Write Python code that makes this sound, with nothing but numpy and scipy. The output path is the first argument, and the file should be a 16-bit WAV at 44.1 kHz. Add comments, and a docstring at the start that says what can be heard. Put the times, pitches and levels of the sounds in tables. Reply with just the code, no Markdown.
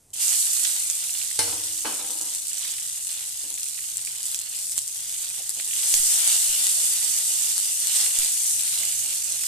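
"""A cooker hums in a small kitchen. Chopped onion slides off a steel plate into a wok of hot oil, close
under a phone. At once water bursts out of the oil as countless tiny clicks, wet bubbles and a few loud
spits. At about 1.4 s the plate knocks on the cooker; then it is set down and rattles to rest while the
frying goes on more quietly. From about 5.4 s a spatula scrapes and strikes the wok and turns the onion,
and the sizzle flares up again as wet onion meets hot metal."""
import sys
import numpy as np
from scipy import signal
from scipy.fft import rfft, irfft
from scipy.io import wavfile

SR = 44100
rng = np.random.default_rng(int(sys.argv[2]) if len(sys.argv) > 2 else 0)


def put_to_file(sound):
    """Save the sound as 16-bit audio at rate SR, in the file named by the first command-line argument."""
    columns = np.atleast_2d(sound).T  # one column per channel
    safe = np.clip(columns, -1, 1)
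    whole_steps = np.round(safe * 32767)
    wavfile.write(sys.argv[1], SR, whole_steps.astype(np.int16))


N = 417847
TIME = np.arange(N) / SR

# Column words: t is time, f is frequency, t60 is the time to fade by 60 dB, pan is left minus right.
# Q says how long something rings: a low Q is a dry pop, a high Q a clear note.
# Tone of the cooker and kitchen noise: f/Hz, level/dB
KITCHEN_COLOUR = [(25, 0.5), (50, -4), (80, -3.5), (125, 0.5), (160, -7), (300, -10), (600, -13),
                  (1500, -24), (4000, -24), (8500, -10), (14000, -23.5)]
# Soft thumps on the microphone: t/s, level/dB
THUMPS = [(5.938, -42), (5.995, -40.5), (6.49, -46), (8.186, -41)]
# Notes the wok rings with: f/Hz, Q, level/dB
WOK_NOTES = [(284, 22, -0.5), (638, 3, 2), (778, 8.1, -1.5), (1390, 49, -3.5), (1754, 45, -4),
             (1980, 24, -5.5), (2310, 9.2, -10.5), (2870, 22, -2), (3460, 45, -9)]
# The spatula drags over the wok: t/s, length/s, level/dB, share of high rasp/dB
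STROKES = [(5.381, 0.053, -51, -11), (5.558, 0.061, -52, 4), (5.902, 0.13, -57, 7),
           (6.418, 0.22, -57.5, 17.5), (6.686, 0.23, -55, 4), (7.256, 0.12, -55, 11),
           (7.555, 0.31, -65, 20.5), (7.83, 0.38, -68, 20), (8.164, .32, -73, 21), (8.502, 0.12, -68, 19),
           (8.702, 0.25, -56, 13.5), (8.948, 0.23, -60.5, 12), (9.25, 0.14, -58, 7)]
# Blows of the steel plate: t/s, level/dB, treble limit f/Hz, share of ringing/dB, clatter t60/s
PLATE_BLOWS = [(1.39, -24.5, 15000, -9, 1), (1.478, -30.5, 1210, -4, 0.47), (1.525, -35, 1070, 2.5, 0.77),
               (1.847, -27, 1700, -6, 0.17), (1.8535, -21.5, 2160, -6, 0.48), (1.91, -31, 1390, -5, 0.6),
               (3.441, -45, 500, 5, 0.4), (3.502, -45.5, 716, 1, 0.26)]
# Notes the plate rings with: f/Hz, level/dB, t60/s
PLATE_NOTES = [(230.3, -5, 0.34), (300, -2.5, 0.28), (323.5, -2.5, 0.4), (494, -1.5, 0.33), (590, -10, 0.4),
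               (737, -7, .35), (795, 0, 0.38), (890, 0, 0.33), (920, -7, 0.35), (997, -1, 0.35),
               (1316, 1, 0.2), (1560, -10, 0.3), (1650, -1, 0.35), (2540, 3, 0.39), (2640, -3, .22),
               (2990, 9, 0.47), (4210, 17, 0.27), (4240, 11, 0.22), (4500, 10.5, 0.21), (4958, 10, 0.22),
               (5300, 11, 0.25), (5232, 15.5, 0.35), (5480, 13, 0.23), (5730, 5, .3), (8700, 16, .14),
               (9140, 25, 0.16), (10000, 19, .12)]
# Tone of the plate's clatter: f/Hz, level/dB
CLATTER_COLOUR = [(50, -18), (170, -23), (310, -0.5), (420, -1), (800, -1), (1400, -2), (1900, -3.5),
                  (3000, -0.5), (5000, 4), (7000, 4.5), (9200, 11), (11000, 0), (14000, -8)]
# Notes the steel cooker rings with: f/Hz, level/dB, t60/s
COOKER_NOTES = [(59.5, -18, 1.6), (84.8, -12.5, 1.4), (104, -8.5, 1.1), (318, -13, 2.4), (472, 1.5, 0.62),
                (875, 2.5, 0.32), (1580, 1, 0.2), (2120, 3, 0.18), (2304, -6, 0.3), (3682, 2, 0.16)]
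# Wet plops and light spatula taps among the onion: t/s, level/dB, f/Hz, Q
PLOPS = [(0.425, -30.5, 3800, 5.8), (0.651, -24, 3870, 2.6), (1.094, -38, 2670, 6.4), (1.15, -37, 2850, 5),
         (1.214, -34.5, 2660, 9.4), (1.312, -36, 3000, 1.4), (2.63, -36.5, 3260, 3.6),
         (2.649, -40, 1700, 1.1), (2.783, -39.5, 2270, 2.8), (2.971, -44, 2180, 0.92),
         (3.096, -43, 2980, 7.8), (3.578, -38, 2900, 1.2), (3.778, -40, 2700, 3.4), (3.788, -40, 2200, 2),
         (4.073, -36, 2350, 4.4), (4.156, -43, 2900, 2.2), (4.345, -32, 3450, 1.9), (4.785, -32, 3980, 3),
         (5.599, -32.5, 3100, 1.3), (5.71, -33, 2720, 5.6), (5.733, -32.5, 2940, 5.5),
         (7.905, -37, 2760, 4), (8.063, -33, 2600, 2.9), (8.162, -37, 2970, 4), (8.595, -33, 2960, 6.1),
         (8.728, -37, 3820, 3.4), (8.833, -37, 2370, 2.6), (9.437, -36, 2930, 0.63)]
# Sharp cracks: loud spits of oil, and the spatula striking the wok at 5.94 s: t/s, level/dB, f/Hz, pan/dB
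SHARP_CRACKS = [(0.1046, -48, 9000, -6), (0.2814, -16, 7900, -1.5), (0.5319, -24, 8140, -0.5),
                (0.6483, -20, 6770, -3), (0.9, -18, 7600, -1), (0.9803, -30.5, 9300, 1),
                (1.0635, -37, 9000, 2), (1.1738, -24.5, 8000, -7), (2.106, -26, 8500, -4),
                (2.2133, -23, 8260, -1), (2.3493, -21.5, 8200, 1), (2.483, -27, 7500, -5),
                (2.532, -22, 8300, -2), (2.712, -25, 7400, 0), (3.0702, -23, 9100, 9),
                (3.406, -30, 8560, 6), (3.5034, -25, 9400, -7), (3.5414, -23, 8400, 1),
                (3.632, -21.5, 8950, 7), (3.9705, -20.5, 7960, 7), (4.2558, -23, 8800, 3.5),
                (4.3457, -20.5, 5950, -3), (4.3902, -21, 8670, 3), (4.5545, -27, 7600, -1.5),
                (4.589, -29, 6960, 4), (4.669, -25.5, 9900, -1), (4.7197, -24, 8500, 2),
                (4.7791, -15, 9300, -1.5), (5.229, -32, 8350, 0), (5.4935, -17.5, 9200, 2),
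                (5.9405, -14, 7100, -2), (6.2758, -12.5, 8600, 2), (6.6683, -13.5, 8370, -5),
                (7.5799, -18.5, 9200, 9.5), (7.871, -15, 8470, 0.5), (8.188, -14, 9340, 5.5)]
# Thin, dry tone of a crack: f/Hz, level/dB
CRACK_COLOUR = [(200, -37), (1000, -26), (2000, -17.5), (3000, -16), (5000, -3.5), (6300, -6), (8000, 9),
                (9000, 0), (11200, 0.5), (12500, -7), (14300, -17)]
# Nearby surfaces throw each crack back: delay t/s, level/dB
CRACK_ECHOES = [(.0058, -10), (0.0105, -6)]
# Wet onion meets hot metal as it is poured in, jolted and turned over: t/s, rise time/s, level/dB
FLARES = [(0.17, 0.056, -21.5), (0.33, 0.018, -29), (1.39, 0.14, -35.5), (2.22, 0.19, -38),
          (2.58, 0.048, -39), (5.449, 0.29, -28), (5.72, 0.25, -18.5), (6.22, 0.14, -24.5),
          (6.471, 0.22, -24.5), (7.202, 0.098, -27.5), (7.55, 0.067, -28.5), (7.771, 0.19, -23.5),
          (8.17, 0.12, -26), (8.78, 0.14, -31), (9.12, 0.24, -34)]
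# Juice runs into the oil and bubbles: t/s, level/dB compared with the fizz
WET_LEVELS = [(.2, -17), (1.2, -15.5), (2.7, -13), (3.2, -16), (5.2, -15.5), (5.6, -13), (6.0, -16.5),
              (6.5, -15), (9.4, -15.5)]
# Tone of the tiny bursts of water: f/Hz, level/dB
FIZZ_COLOUR = [(200, -29.5), (420, -32.5), (750, -30.5), (1000, -27.5), (1300, -23), (2000, -18),
               (2800, -14), (4000, -9.5), (6000, -4.5), (8000, 3), (9000, 2.5), (11200, -5.5),
               (12500, -5.5), (14300, -15.5)]
# The phone's two microphone openings ring at different pitches: f/Hz, pan/dB
MIC_COLOUR = [(500, 0), (1400, -3.5), (3000, -0.5), (6000, -2), (7700, -5.5), (9200, 4.5), (11000, 1.5),
              (12500, -2), (14000, -2)]

LANDING_S, SIMMER_DB = .131, -32  # the first piece lands; the steady frying under the flares


def amp(db):
    """Turn decibels into a number to multiply a sound by."""
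    return 10 ** (np.asarray(db) / 20)


def unit(x):
    """Scale a sound so that its average strength (rms) is 1."""
    return x / np.sqrt(np.mean(x ** 2))


def fade(t, t60):
    """Die away by 60 dB every t60 seconds."""
    return np.exp(-np.log(1000) * t / t60)


def sides(pan_db):
    """Left and right gains that put the left side pan_db above the right."""
    return amp(np.array([[.5], [-.5]]) * pan_db)


def colour(x, points, scale=1):
    """Shape the tone of a sound along a curve of (f/Hz, level/dB) points."""
    size = 4096
    hz, db = np.transpose(points)
    log_hz = np.log(np.arange(size // 2 + 1) * SR / size + 1)
    log_gain = np.log(amp(scale * np.interp(log_hz, np.log(hz), db)))
    # build the filter so that nothing sounds ahead of a click
    cepstrum = irfft(log_gain)[:size // 2]
    cepstrum[1:] *= 2
    response = irfft(np.exp(rfft(cepstrum, size)))
    return signal.oaconvolve(np.atleast_2d(x), response[None], axes=1)[:, :x.shape[-1]]


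def band(x, hz, kind, order=2):
    """Keep the lows, the highs or a band between; a higher order cuts more steeply."""
    return signal.sosfilt(signal.butter(order, hz, kind, fs=SR, output="sos"), x)


def unit_in_band(x, low_hz, high_hz):
    """Scale a sound so that its part between two frequencies has strength 1."""
    return x / band(x, [low_hz, high_hz], "bandpass", order=4).std()


def ring(x, hz, q):
    """Let a sound ring at one pitch."""
    return signal.lfilter(*signal.iirpeak(hz, q, fs=SR), x)


def waver(per_second):
    """A curve of strength 1 that glides from one random value to the next."""
    values = rng.standard_normal(2048)
    return unit(np.interp(TIME * per_second, np.arange(len(values)), values))


def stereo_noise(count, width):
    """Noise with one part shared by left and right and one part opposite."""
    shared, opposite = rng.standard_normal((2, count))
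    return shared + width * opposite * np.array([[1], [-1]])


def add(out, s, sound):
    """Mix a sound in at s seconds."""
    start = min(int(s * SR), N)
    out[:, start:start + sound.shape[1]] += sound[:, :N - start]


def kitchen():
    """Low room noise with the faint hiss of hot oil, and the cooker's wavering hum."""
    air = unit(colour(stereo_noise(N, width=.097), KITCHEN_COLOUR))
    air_db = np.interp(TIME, [0, 4, 7], [-58.5, -60, -57]) + .092 * waver(8.4)
    hum_hz = 119.8
    hum = unit(ring(ring(stereo_noise(N, width=.056), hum_hz, q=22), hum_hz, q=22))
    hum_db = np.interp(TIME, [2, 4, 9], [-78, -73, -67])
    return air * amp(air_db) + hum * amp(hum_db)


def thumps():
    """A step of pressure on the microphone, mostly on the left, leaks away slowly."""
    out, t = np.zeros((2, N)), TIME[:SR // 2]
    thump = band(fade(t, t60=.25), 55, "lowpass", order=1)
    for s, db in THUMPS:
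        add(out, s, amp(db) * sides(17) * thump)
    return out


def wok_ring(x):
    """The ringing that the wok adds to a sound made on its metal."""
    return sum(amp(db) * ring(x, hz, q) for hz, q, db in WOK_NOTES)


def wok_click(bowl_db, bowl_t60, rim_db, room_db, spread=1):
    """One click in the wok: it arrives directly, then echoes off the bowl, the rim and the kitchen."""
    count = 8192
    t = TIME[:count]
    lag_samples = spread * rng.uniform(-2.5, 1.3) * np.array([[1], [-1]])  # one side hears it first
    direct = np.sinc(np.arange(count) - 8 + lag_samples)
    echoes = (bowl_db, bowl_t60), (rim_db, .04), (room_db, .3)
    echo_power = sum((amp(db) * unit(fade(t, t60) * (t > .0002))) ** 2 for db, t60 in echoes)
    # long waves reach both sides alike, short ones do not
    shared, opposite = rng.standard_normal((2, count))
    opposite = band(opposite, 440, "highpass", order=1) * np.array([[1], [-1]])
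    return direct + (shared + opposite) * np.sqrt(echo_power / (2 * count))


def spatula():
    """The blade sticks and slips on the oily metal and rings the wok; pressed hard, it rasps higher up."""
    out, t = np.zeros((2, N)), TIME[:SR // 2]
    slips_per_s = 1200
    for s, length, db, rasp_db in STROKES:
        slips = stereo_noise(len(t), width=.72) * (rng.random(len(t)) < slips_per_s / SR)
        body = unit(band(wok_ring(slips), 590, "lowpass"))
        rasp_hz = 2870 * 2 ** (.062 * rng.uniform(-.62, 1))  # shifts with the point of contact
        rasp = unit(band(ring(slips, rasp_hz, q=13), [1800, 4500], "bandpass"))
        swell = np.sin(np.pi * np.minimum(t / length, 1))
        add(out, s, amp(db) * (body + amp(rasp_db) * rasp) * swell)
    # its edge meets the wok once with a short, dry scrape
    click = wok_click(bowl_db=5, bowl_t60=.012, rim_db=2, room_db=-5)
    scrape = band(ring(click, hz=5700, q=1.6), 1200, "highpass", order=1)
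    add(out, 5.94, amp(-3) * scrape / np.abs(scrape).max())
    return out


def struck_metal(notes):
    """One second of fading notes; each reaches left and right slightly out of step."""
    t = TIME[:SR]
    phases = rng.uniform(0, 2 * np.pi, (len(notes), 1, 1)) + .5 * rng.standard_normal((len(notes), 2, 1))
    return sum(amp(db) * fade(t, t60) * np.sin(2 * np.pi * hz * t + phase)
               for (hz, db, t60), phase in zip(notes, phases))


def rocking_blows():
    """The plate rocks on its rim and settles, every second touch weaker: rows like PLATE_BLOWS."""
    start_s, gap_s = 1.992, .053
    first_db, weaker_db, fade_db_per_s = -34.5, -3.5, -24
    treble_hz, ring_db, t60 = 1190, 2.5, .71
    levels = [first_db + k % 2 * weaker_db + k * gap_s * fade_db_per_s for k in range(6)]
    return [(start_s + k * gap_s, db, treble_hz, ring_db, t60) for k, db in enumerate(levels)]


def plate():
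    """Each blow cracks and rings the plate; softer ones are duller. The first rings the cooker too."""
    out, t = np.zeros((2, N)), TIME[:SR]
    weak_spacing_hz, knock_s, knock_db = 16, 1.3895, -35.5
    weak_notes = rng.random(len(t) // 2 + 1) < 1 / weak_spacing_hz  # together they make the clatter
    for s, db, treble_hz, ring_db, t60 in PLATE_BLOWS + rocking_blows():
        noise = unit(colour(stereo_noise(len(t), width=.78), CLATTER_COLOUR))
        crack = amp(6) * noise * fade(t, t60=.039)
        room_echo = amp(-1.5) * noise * fade(t, t60=.42)
        clatter = amp(-.5) * unit(irfft(rfft(noise) * weak_notes)) * fade(t, t60)
        ringing = amp(ring_db) * struck_metal(PLATE_NOTES) / np.sqrt(len(PLATE_NOTES))
        chatter = amp(waver(69.5)[:len(t)])  # the plate's ringing buzzes and rattles unevenly
        blow = crack + room_echo + clatter + ringing * chatter
        add(out, s, amp(db) * band(blow, treble_hz, "lowpass"))
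    add(out, knock_s, amp(knock_db) * struck_metal(COOKER_NOTES))
    return out


def frying_db():
    """How hard it fries: in each flare, surface water boils off fast and juice seeps out for longer."""
    boil_s, seep_s, seep_db = .4, 2.2, -11.5
    power = amp(SIMMER_DB) ** 2
    for s, rise_s, db in FLARES:
        onset = np.clip((TIME - s) / rise_s, 0, 1)
        age = np.maximum(TIME - s - rise_s, 0)
        water = np.exp(-age / boil_s) + amp(seep_db) ** 2 * np.exp(-age / seep_s)
        power = power + (amp(db) * onset) ** 2 * water
    return 10 * np.log10(power)


def stray_pops(per_second, offset_db, hz):
    """Pops at random moments, louder when it fries harder: rows of t/s, level/dB, f/Hz, pan/dB."""
    count = int(per_second * TIME[-1])
    when = LANDING_S + (TIME[-1] - LANDING_S) * rng.random(count)
    size, pitch, pan = rng.standard_normal((count, 3)).T
    flare_db = np.interp(when, TIME, frying_db()) - SIMMER_DB
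    db = SIMMER_DB + .64 * flare_db + offset_db + 3.5 * size  # they grow less than the sizzle does
    return np.column_stack([when, db, hz * 2 ** (.1 * pitch), 3 * pan])


def plops():
    """Larger steam pockets and touches of the blade: some pop dry, some ring for a moment."""
    out = np.zeros((2, N))
    attack_samples, small_q = 265, 2.5
    small = [(s, db, hz, small_q) for s, db, hz, _ in stray_pops(per_second=2.2, offset_db=-16, hz=3130)]
    for s, db, hz, q in PLOPS + small:
        click = wok_click(bowl_db=1, bowl_t60=.012, rim_db=-1, room_db=-4, spread=.5)
        plop = band(ring(click, hz, q), [1500, 6000], "bandpass")
        add(out, s, plop * amp(db) / plop[:, :attack_samples].std())
    return out


def sharp_cracks():
    """Drops of water explode in the oil, and once the spatula strikes the wok; each crack echoes."""
    out = np.zeros((2, N))
    attack_samples = 132
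    small_spits = stray_pops(per_second=6, offset_db=3, hz=8600)
    for s, db, hz, pan_db in [*SHARP_CRACKS, *small_spits]:
        click = wok_click(bowl_db=3, bowl_t60=.0035, rim_db=-9, room_db=-8, spread=.3)
        body = unit(colour(click, CRACK_COLOUR))
        ping = unit(ring(ring(click, hz, q=3), hz, q=3))
        snap = unit(band(click * fade(TIME[:click.shape[1]], t60=.0017), 10200, "highpass"))
        crack = body + ping + amp(1.5) * snap
        crack = crack * sides(pan_db) * amp(db) / crack[:, :attack_samples].std()
        add(out, s, crack)
        for delay_s, echo_db in CRACK_ECHOES:
            add(out, s + delay_s, amp(echo_db) * crack)
    return out


def bubbles(per_second, spread_db, cycles):
    """Steam pockets ring briefly as they open, rising a little in pitch."""
    out, t = np.zeros((2, N)), TIME[:SR // 20]
    for when, pitch, size, pan, shift in rng.random((int(per_second * N / SR), 5)):
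        hz = 2400 * 2 ** pitch
        right_shift = np.array([[0], [1]]) * (shift - .5) * np.pi
        note = np.sin(2 * np.pi * hz * (t + 6.1 * t ** 2) + right_shift) * fade(t, cycles / hz)
        add(out, when * TIME[-1], amp(spread_db * size ** 2) * sides(8 * (pan - .5)) * note)
    return unit(out)


def water_bursts(per_second, spread_db, flicker_db, spots):
    """Water bursts as tiny random clicks at several spots in the wok; each spot sputters on its own."""
    out = 0
    chance = per_second / spots / SR
    for _ in range(spots):
        at = np.flatnonzero(rng.random(N) < chance)
        size_db = spread_db * np.minimum(rng.standard_normal(N)[at], 3) + flicker_db * waver(28)[at]
        sign = np.sign(rng.random(N)[at] - .5)
        kicks = np.zeros(N)
        kicks[at] = amp(size_db) * sign / np.sqrt(per_second[at])  # more clicks: denser, not louder
        click = wok_click(bowl_db=2, bowl_t60=.006, rim_db=-4, room_db=-5)
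        out = out + signal.oaconvolve(kicks[None], click, axes=1)[:, :N]
    return out


def hollow_bowl(x):
    """The frying shifts from spot to spot, so each note of the bowl is now stronger, now weaker."""
    out = x
    for hz in np.geomspace(1800, 6480, num=16):
        strength = amp(-6.5) * np.array([waver(12) for _ in x])
        out = out + strength * ring(x, hz, q=33)
    return out


def sizzle():
    """Fine fizz over wet crackle and bubbles; the harder it fries, the more bursts each second."""
    wavers_per_s, pour_end_s, pour_pan_db = 9, .79, -2.5
    fry_db = frying_db() + .5 * waver(wavers_per_s)
    wet_db = np.interp(TIME, *np.transpose(WET_LEVELS)) + 1.5 * waver(wavers_per_s)
    pouring = np.interp(TIME, [pour_end_s - .05, pour_end_s + .043], [1, 0])  # plate over the wok
    pan_db = pour_pan_db * pouring + 1.2 * waver(wavers_per_s)
    landed = np.clip((TIME - LANDING_S) / .004, 0, 1)
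    vigour = amp(1.3 * (fry_db - np.median(fry_db)))
    fizz = water_bursts(8000 * vigour, spread_db=5.1, flicker_db=1.9, spots=16)
    fizz = band(colour(fizz, FIZZ_COLOUR), 4700, "highpass", order=3)
    fizz = unit_in_band(fizz, 5000, 14000)
    crackle = water_bursts(4500 * vigour, spread_db=5.3, flicker_db=2.2, spots=8)
    crackle = colour(crackle + wok_ring(crackle), FIZZ_COLOUR)
    crackle = unit_in_band(band(crackle, [170, 4700], "bandpass", order=3), 1500, 4500)
    bubble_gain = amp(-7) / np.maximum(vigour, 1)  # bubbles drown in the crackle when it fries hard
    wet = crackle + bubble_gain * bubbles(per_second=200, spread_db=12, cycles=65)
    return landed * sides(pan_db) * amp(fry_db) * hollow_bowl(fizz + wet * amp(wet_db))


def scene():
    """All the sounds together, coloured by the phone's left and right microphone openings."""
    left, right = sizzle() + sharp_cracks() + plops() + plate() + spatula() + thumps() + kitchen()
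    return np.vstack([colour(left, MIC_COLOUR, scale=.5), colour(right, MIC_COLOUR, scale=-.5)])


def record(dry):
    """The phone clips the tallest peaks and cuts off the highest treble."""
    top_hz = 14350
    treble_cut = signal.ellip(10, .2, 75, top_hz, fs=SR, output="sos")
    return signal.sosfilt(treble_cut, np.clip(dry, -.8, .8))


dry = scene()
out = record(dry)
put_to_file(out)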